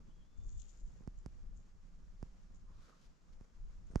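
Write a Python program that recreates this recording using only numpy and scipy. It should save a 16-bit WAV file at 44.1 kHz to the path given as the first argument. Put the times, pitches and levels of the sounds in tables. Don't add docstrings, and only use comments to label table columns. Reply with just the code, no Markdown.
import sys
import numpy as np
from scipy import signal
from scipy.fft import rfft, irfft
from scipy.io import wavfile
from scipy.ndimage import uniform_filter1d

SR = 44100
rng = np.random.default_rng(int(sys.argv[2]) if len(sys.argv) > 2 else 0)


def to_wav(sig):
    pcm = np.clip(np.atleast_2d(sig), -1, 1) * 32767
    pcm = np.round(pcm).astype(np.int16)
    wavfile.write(sys.argv[1], SR, pcm.T)


N = 176400
T = np.arange(N) / SR
HZ = np.maximum(np.fft.rfftfreq(N, 1 / SR), 1)

# frequency in Hz, relative level in dB.
HISS_SPECTRUM = [(100, 5), (500, 2), (800, -2.5), (1200, -1), (2200, -7.5), (3800, -11.5), (5300, -9),
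                 (7000, -8.5), (8500, -21.5), (10500, -28.5), (12500, -28.5), (16000, -35)]
LOW_AIR_SPECTRUM = [(40, -14.5), (90, -10), (170, 4.5), (240, -4.5), (340, -13.5), (600, -25),
                    (1200, -25.5), (2500, -49)]
RUMBLE_SPECTRUM = [(20, 10), (32, 7), (60, -8.5), (100, -12.5), (200, -31.5), (400, -38.5), (1000, -73)]
GUST_SPECTRUM = [(20, 5.5), (35, 4.5), (60, -10), (100, -18.5), (200, -39), (400, -61)]
KNOCK_SPECTRUM = [(20, -1), (45, 5.5), (100, -1.5), (170, 0), (300, -8), (550, -16), (1000, -22),
                  (1800, -32), (3000, -43.5), (4050, -48.5), (4800, -34), (6000, -37.5), (7500, -43),
                  (10000, -49.5), (13000, -68), (16000, -47)]
SCUFF_SPECTRUM = [(150, -3), (450, 11), (800, 1), (1400, 3), (2500, -11), (4000, -15), (6000, -5.5),
                  (8000, -20), (11000, -26), (15000, -33)]
RUSTLE_SPECTRUM = [(1800, -32), (3000, -13.5), (4300, -14), (5800, -7), (6900, 4.5), (7500, -0.5),
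                   (8400, -22.5), (10000, -32.5), (13000, -40), (16000, -43)]
CRUNCH_SPECTRUM = [(1900, -11), (2500, 0), (3600, 6), (4500, -8), (6000, -5), (7500, -10), (9000, -19)]
SLOSH_SPECTRUM = [(200, 7.5), (330, -2), (560, -1.5), (800, -11.5), (1100, -3.5), (1700, -11),
                  (2300, -17.5), (4000, -27)]
SPRAY_SPECTRUM = [(250, -11), (520, -11), (780, -16), (1250, -9), (2200, -4.5), (3200, -4), (4500, -2),
                  (6500, -4.5), (8500, -17), (12000, -20.5), (15000, -27)]
# time in seconds, level in dB.
LOW_AIR_LEVELS = [(0, -62), (.3, -72), (.45, -66.5), (.72, -75), (.9, -65.5), (1.2, -71), (1.34, -70.5),
                  (1.56, -64), (1.8, -74), (1.9, -65), (2.15, -69.5), (2.4, -67.5), (2.6, -67.5),
                  (2.95, -74.5), (3.1, -71), (3.17, -77.5), (3.28, -70), (3.55, -75.5), (3.8, -69),
                  (4, -74)]
RUMBLE_LEVELS = [(0, -57), (.2, -55.5), (.3, -63), (.42, -51.5), (.6, -52), (.76, -58.5), (.84, -48),
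                 (.96, -55), (1.12, -54.5), (1.33, -53.5), (1.55, -53), (1.66, -59.5), (1.9, -54.5),
                 (2.14, -53.5), (2.22, -51), (2.33, -57.5), (2.45, -56), (2.79, -52), (2.9, -68),
                 (3.06, -65.5), (3.2, -72), (3.3, -57), (3.42, -52), (3.48, -70.5), (3.6, -50), (3.7, -52),
                 (3.77, -51), (3.87, -51.5), (4, -56)]
RUSTLE_LEVELS = [(.3, -105), (.42, -81), (.48, -75), (.56, -74), (.6, -71), (.66, -79), (.7, -73.5),
                 (.8, -85.5), (.86, -85.5), (1.0, -85), (1.1, -105)]
SLOSH_LEVELS = [(2.6, -99), (2.7, -73), (2.8, -80.5), (2.87, -71.5), (2.92, -70.5), (2.98, -80),
                (3.08, -83.5)]
# time of the peak in seconds, level in dB, rise and fall in seconds.
PORT_GUSTS = [(.395, -44.5, 0.022, 0.029), (.47, -44.5, 0.03, 0.056), (.57, -41, 0.039, 0.028),
              (.84, -43.5, 0.021, 0.036), (1.185, -44.5, 0.015, 0.0067), (1.39, -53.5, 0.038, 0.036),
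              (1.47, -47, 0.033, 0.054), (1.57, -53, 0.023, 0.031), (2.53, -52.5, 0.028, .025),
              (3.1, -54, 0.031, 0.015), (3.33, -57, 0.054, 0.046), (3.61, -49, 0.013, 0.03),
              (3.655, -47, 0.036, 0.024)]
HAND_SCUFFS = [(.965, -75, 0.0045, 0.0054), (1.02, -74, 0.0076, 0.084), (3.42, -73.5, 0.018, 0.068),
               (3.915, -75, 0.0074, 0.029), (3.972, -64.5, 0.03, 0.023)]
NEAR_CRINKLES = [(.378, -78, 0.0034, 0.0078), (.495, -74.5, 0.021, 0.012), (.6, -63, .006, 0.0061),
                 (.618, -63.5, 0.0018, 0.0062), (.644, -70, .002, 0.009), (.685, -65, .0015, 0.0088),
                 (.7, -68, 0.0023, 0.0063), (.733, -68, 0.0017, 0.0044), (.78, -73, .015, 0.013),
                 (.802, -70.5, 0.005, 0.011), (.88, -78, 0.013, .02), (1.187, -76.5, 0.011, 0.021),
                 (1.568, -75.5, 0.012, 0.046), (2.546, -69.5, 0.0017, 0.019), (3.872, -76, .003, 0.0053)]
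NEAR_CRUNCHES = [(.6, -75, .008, 0.0085), (.62, -75.5, 0.0033, 0.046), (.687, -80, 0.0037, .014)]
WING_STROKES = [(2.86, -74, 0.1, 0.065), (3.04, -75, 0.059, 0.042), (3.335, -75, 0.0082, 0.0063)]
# time in seconds, pitch in Hz, level in dB.
WHISTLE_GLIDE = [(.06, 3360, -105), (.11, 3350, -93), (.21, 3310, -90), (.32, 3500, -93), (.45, 3560, -86),
                 (.52, 3500, -97), (.6, 3580, -86), (.64, 3550, -102), (.76, 3690, -99)]
HIGH_WHISTLE_GLIDE = [(3.9, 8600, -99), (3.91, 8570, -91), (3.94, 8530, -88.5), (3.965, 8680, -89),
                      (4, 8980, -90)]
SURGE_GLIDE = [(2.62, 1062, -105), (2.68, 1097, -79.5), (2.78, 1171, -79), (2.85, 1401, -75.5),
               (2.89, 1350, -75), (2.94, 1204, -80), (2.99, 1185, -76), (3.06, 1195, -100)]
# frequency in Hz, correlation.
STEREO_LIKENESS = [(25, 0.62), (70, 0.5), (150, 0.16), (500, 0.35), (1200, 0.1), (3000, 0.19), (7000, 0.56),
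                   (12000, 0.14)]
# frequency in Hz, left minus right in dB.
HISS_BALANCE = [(300, -15.5), (1000, -3.5), (2000, 1.5), (4000, 2.5), (5500, 1.5), (7200, 8), (10000, 1.5)]
KNOCK_BALANCE = [(40, -4), (150, -7.5), (400, -10.5), (1200, -13.5), (3000, -11.5), (6000, 1.5),
                 (12000, -2.5)]
# frequency in Hz, lead in radians.
KNOCK_LEFT_LEAD = [(100, 0.26), (350, 1.24), (900, 1.5), (1800, 0), (3000, 0.27)]
# time in seconds, strength in dB, tilt above the pivot in dB per
# octave, extra thump below it in dB.
HOUSING_KNOCKS = [(1.0079, -9.5, -3.5, 2.5), (1.0757, 3, -1, 3.5), (1.2613, 2.5, 0.76, 2),
                  (2.2282, 5.5, -1.5, 0), (3.4107, -7.5, -1, 0.5), (3.903, -8, -22, 1.5),
                  (3.9358, -6.5, -5, 0.5), (3.9582, 20, -1.2, -1)]
# time of the peak in seconds, level in dB, pitch in Hz.
FAINT_CHIRPS = [(.112, -81, 2990), (0.221, -80, 3120)]
# start in seconds, peak in dB, starting pitch in Hz, ring in seconds.
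BUBBLES = [(2.895, -57.5, 1280, 0.00076), (2.925, -62.5, 1240, 0.0022), (2.932, -65, 1140, 0.0016)]


def from_db(db):
    return 10 ** (np.asarray(db) / 20)


def unit_rms(x):
    return x / np.sqrt(np.mean(x ** 2) + 1e-20)


def in_time(rows):
    times, *columns = np.transpose(rows)
    return [np.interp(T, times, column) for column in columns]


def at_hz(rows, hz):
    frequencies, values = np.transpose(rows)
    return np.interp(np.log(hz), np.log(frequencies), values)


def envelope(levels):
    return from_db(in_time(levels)[0])


def swells(rows):
    return sum(from_db(db) * np.exp(-np.maximum((s - T) / rise, (T - s) / fall))
               for s, db, rise, fall in rows)


def sounding(glide):
    return (T > glide[0][0]) & (T < glide[-1][0])


def pan(db):
    gains = from_db(np.array([[.5], [-.5]]) * db)
    return gains / np.sqrt(np.mean(gains ** 2, axis=0))


def drift(rate_hz):
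    return unit_rms(irfft(rfft(rng.standard_normal(N)) / (1 + (HZ / rate_hz) ** 2), N))


def noise(spectrum, flutter_db, flutter_hz, pan_db, likeness=at_hz(STEREO_LIKENESS, HZ)):
    white = rng.standard_normal((2, N))
    flutter = from_db(flutter_db * np.clip(drift(flutter_hz), -2, 2))
    mid, side = rfft(white * flutter)
    stereo = np.sqrt(1 + likeness) * mid + np.sqrt(1 - likeness) * side * [[1], [-1]]
    low_cut = 1 / (1 + (spectrum[0][0] / HZ / 2 ** .5) ** 4)
    high_cut = 1 / (1 + (HZ / spectrum[-1][0] / 2) ** 4)
    colour = from_db(at_hz(spectrum, HZ)) * low_cut * high_cut
    return unit_rms(irfft(stereo * pan(pan_db) * colour, N))


def evened(x, window_s=.07):
    size = int(window_s * SR)
    power = uniform_filter1d(uniform_filter1d(np.mean(x ** 2, axis=0), size), size)
    return unit_rms(x / np.sqrt(power))


def tone(hz, waver):
    pitch = hz * (1 + waver * drift(200))
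    return np.sqrt(2) * np.sin(2 * np.pi * np.cumsum(pitch) / SR)


def lake_air():
    low = evened(noise(LOW_AIR_SPECTRUM, flutter_db=4, flutter_hz=21, pan_db=-7))
    hiss = noise(HISS_SPECTRUM, flutter_db=1.37, flutter_hz=10, pan_db=at_hz(HISS_BALANCE, HZ))
    return envelope(LOW_AIR_LEVELS) * low + from_db(-76) * hiss


def wind_on_ports():
    rumble = evened(noise(RUMBLE_SPECTRUM, flutter_db=0, flutter_hz=9.7, pan_db=0))
    buffet = evened(noise(GUST_SPECTRUM, flutter_db=.5, flutter_hz=14, pan_db=3.5, likeness=-.039))
    return envelope(RUMBLE_LEVELS) * rumble + swells(PORT_GUSTS) * buffet


def knocks(pivot_hz=492, lag_cycles=.41):
    hz = np.maximum(np.fft.rfftfreq(2 * N, 1 / SR), 1)
    lag = np.exp(-2j * np.pi * lag_cycles * np.log(hz / np.hypot(hz, pivot_hz)))
    octaves_above = np.log2(np.maximum(hz / pivot_hz, 1))
    bass = np.clip(np.log2(pivot_hz / hz), 0, 1)
    blows = sum(from_db(db + tilt_db * octaves_above + thump_db * bass) * np.exp(-2j * np.pi * hz * s)
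                for s, db, tilt_db, thump_db in HOUSING_KNOCKS)
    housing = lag * from_db(at_hz(KNOCK_SPECTRUM, hz))
    left_lead = np.exp(1j * at_hz(KNOCK_LEFT_LEAD, hz) * [[0], [-1]])
    return irfft(-blows * housing * left_lead * pan(at_hz(KNOCK_BALANCE, hz)))[:, :N]


def scuffs():
    return swells(HAND_SCUFFS) * noise(SCUFF_SPECTRUM, flutter_db=4.5, flutter_hz=310, pan_db=1)


def whistle(glide, waver):
    hz, db = in_time(glide)
    flicker_db = 1.8 * drift(17)
    return pan(3) * sounding(glide) * from_db(db + flicker_db) * tone(hz, waver)


def chirps(edge_s=.013):
    return pan(12) * sum(swells([(s, db, edge_s, edge_s)]) * tone(hz, waver=.024)
                         for s, db, hz in FAINT_CHIRPS)


def rustle():
    crunch = noise(CRUNCH_SPECTRUM, flutter_db=3, flutter_hz=300, pan_db=4)
    grain = noise(RUSTLE_SPECTRUM, flutter_db=5, flutter_hz=350, pan_db=16.5)
    return (envelope(RUSTLE_LEVELS) + swells(NEAR_CRINKLES)) * grain + swells(NEAR_CRUNCHES) * crunch


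def water_surge(width_hz=280):
    hz, db = in_time(SURGE_GLIDE)
    slow_noise = np.array([drift(width_hz) + 1j * drift(width_hz) for channel in range(2)])
    band = np.real(slow_noise * np.exp(2j * np.pi * np.cumsum(hz) / SR))
    return pan(-1.5) * sounding(SURGE_GLIDE) * from_db(db) * band


def plops(rise_per_s=4.8):
    out = np.zeros(N)
    for start, db, hz, ring_s in BUBBLES:
        age = np.maximum(T - start, 0)
        ring = age / ring_s * np.exp(1 - age / ring_s)
        cycles = hz * (age + rise_per_s * age ** 2 / 2)
        out += from_db(db) * ring * np.sin(2 * np.pi * cycles)
    return out


def bird_on_water():
    spray = swells(WING_STROKES) * noise(SPRAY_SPECTRUM, flutter_db=2, flutter_hz=100, pan_db=2)
    surge = water_surge()
    slosh = envelope(SLOSH_LEVELS) * noise(SLOSH_SPECTRUM, flutter_db=3, flutter_hz=73, pan_db=-2)
    return spray + surge + slosh + plops()


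def scene():
    tones = whistle(WHISTLE_GLIDE, waver=.009) + whistle(HIGH_WHISTLE_GLIDE, waver=.0054) + chirps()
    return wind_on_ports() + lake_air() + knocks() + scuffs() + tones + rustle() + bird_on_water()


def record(dry):
    fade_s, stopband_hz = .004, 15500
    ease = np.clip(np.minimum(T, T[-1] - T) / fade_s, 0, 1)
    low_pass = signal.cheby2(12, 70, stopband_hz, fs=SR, output="sos")
    return signal.sosfilt(low_pass, dry * ease)


dry = scene()
out = record(dry)
to_wav(out)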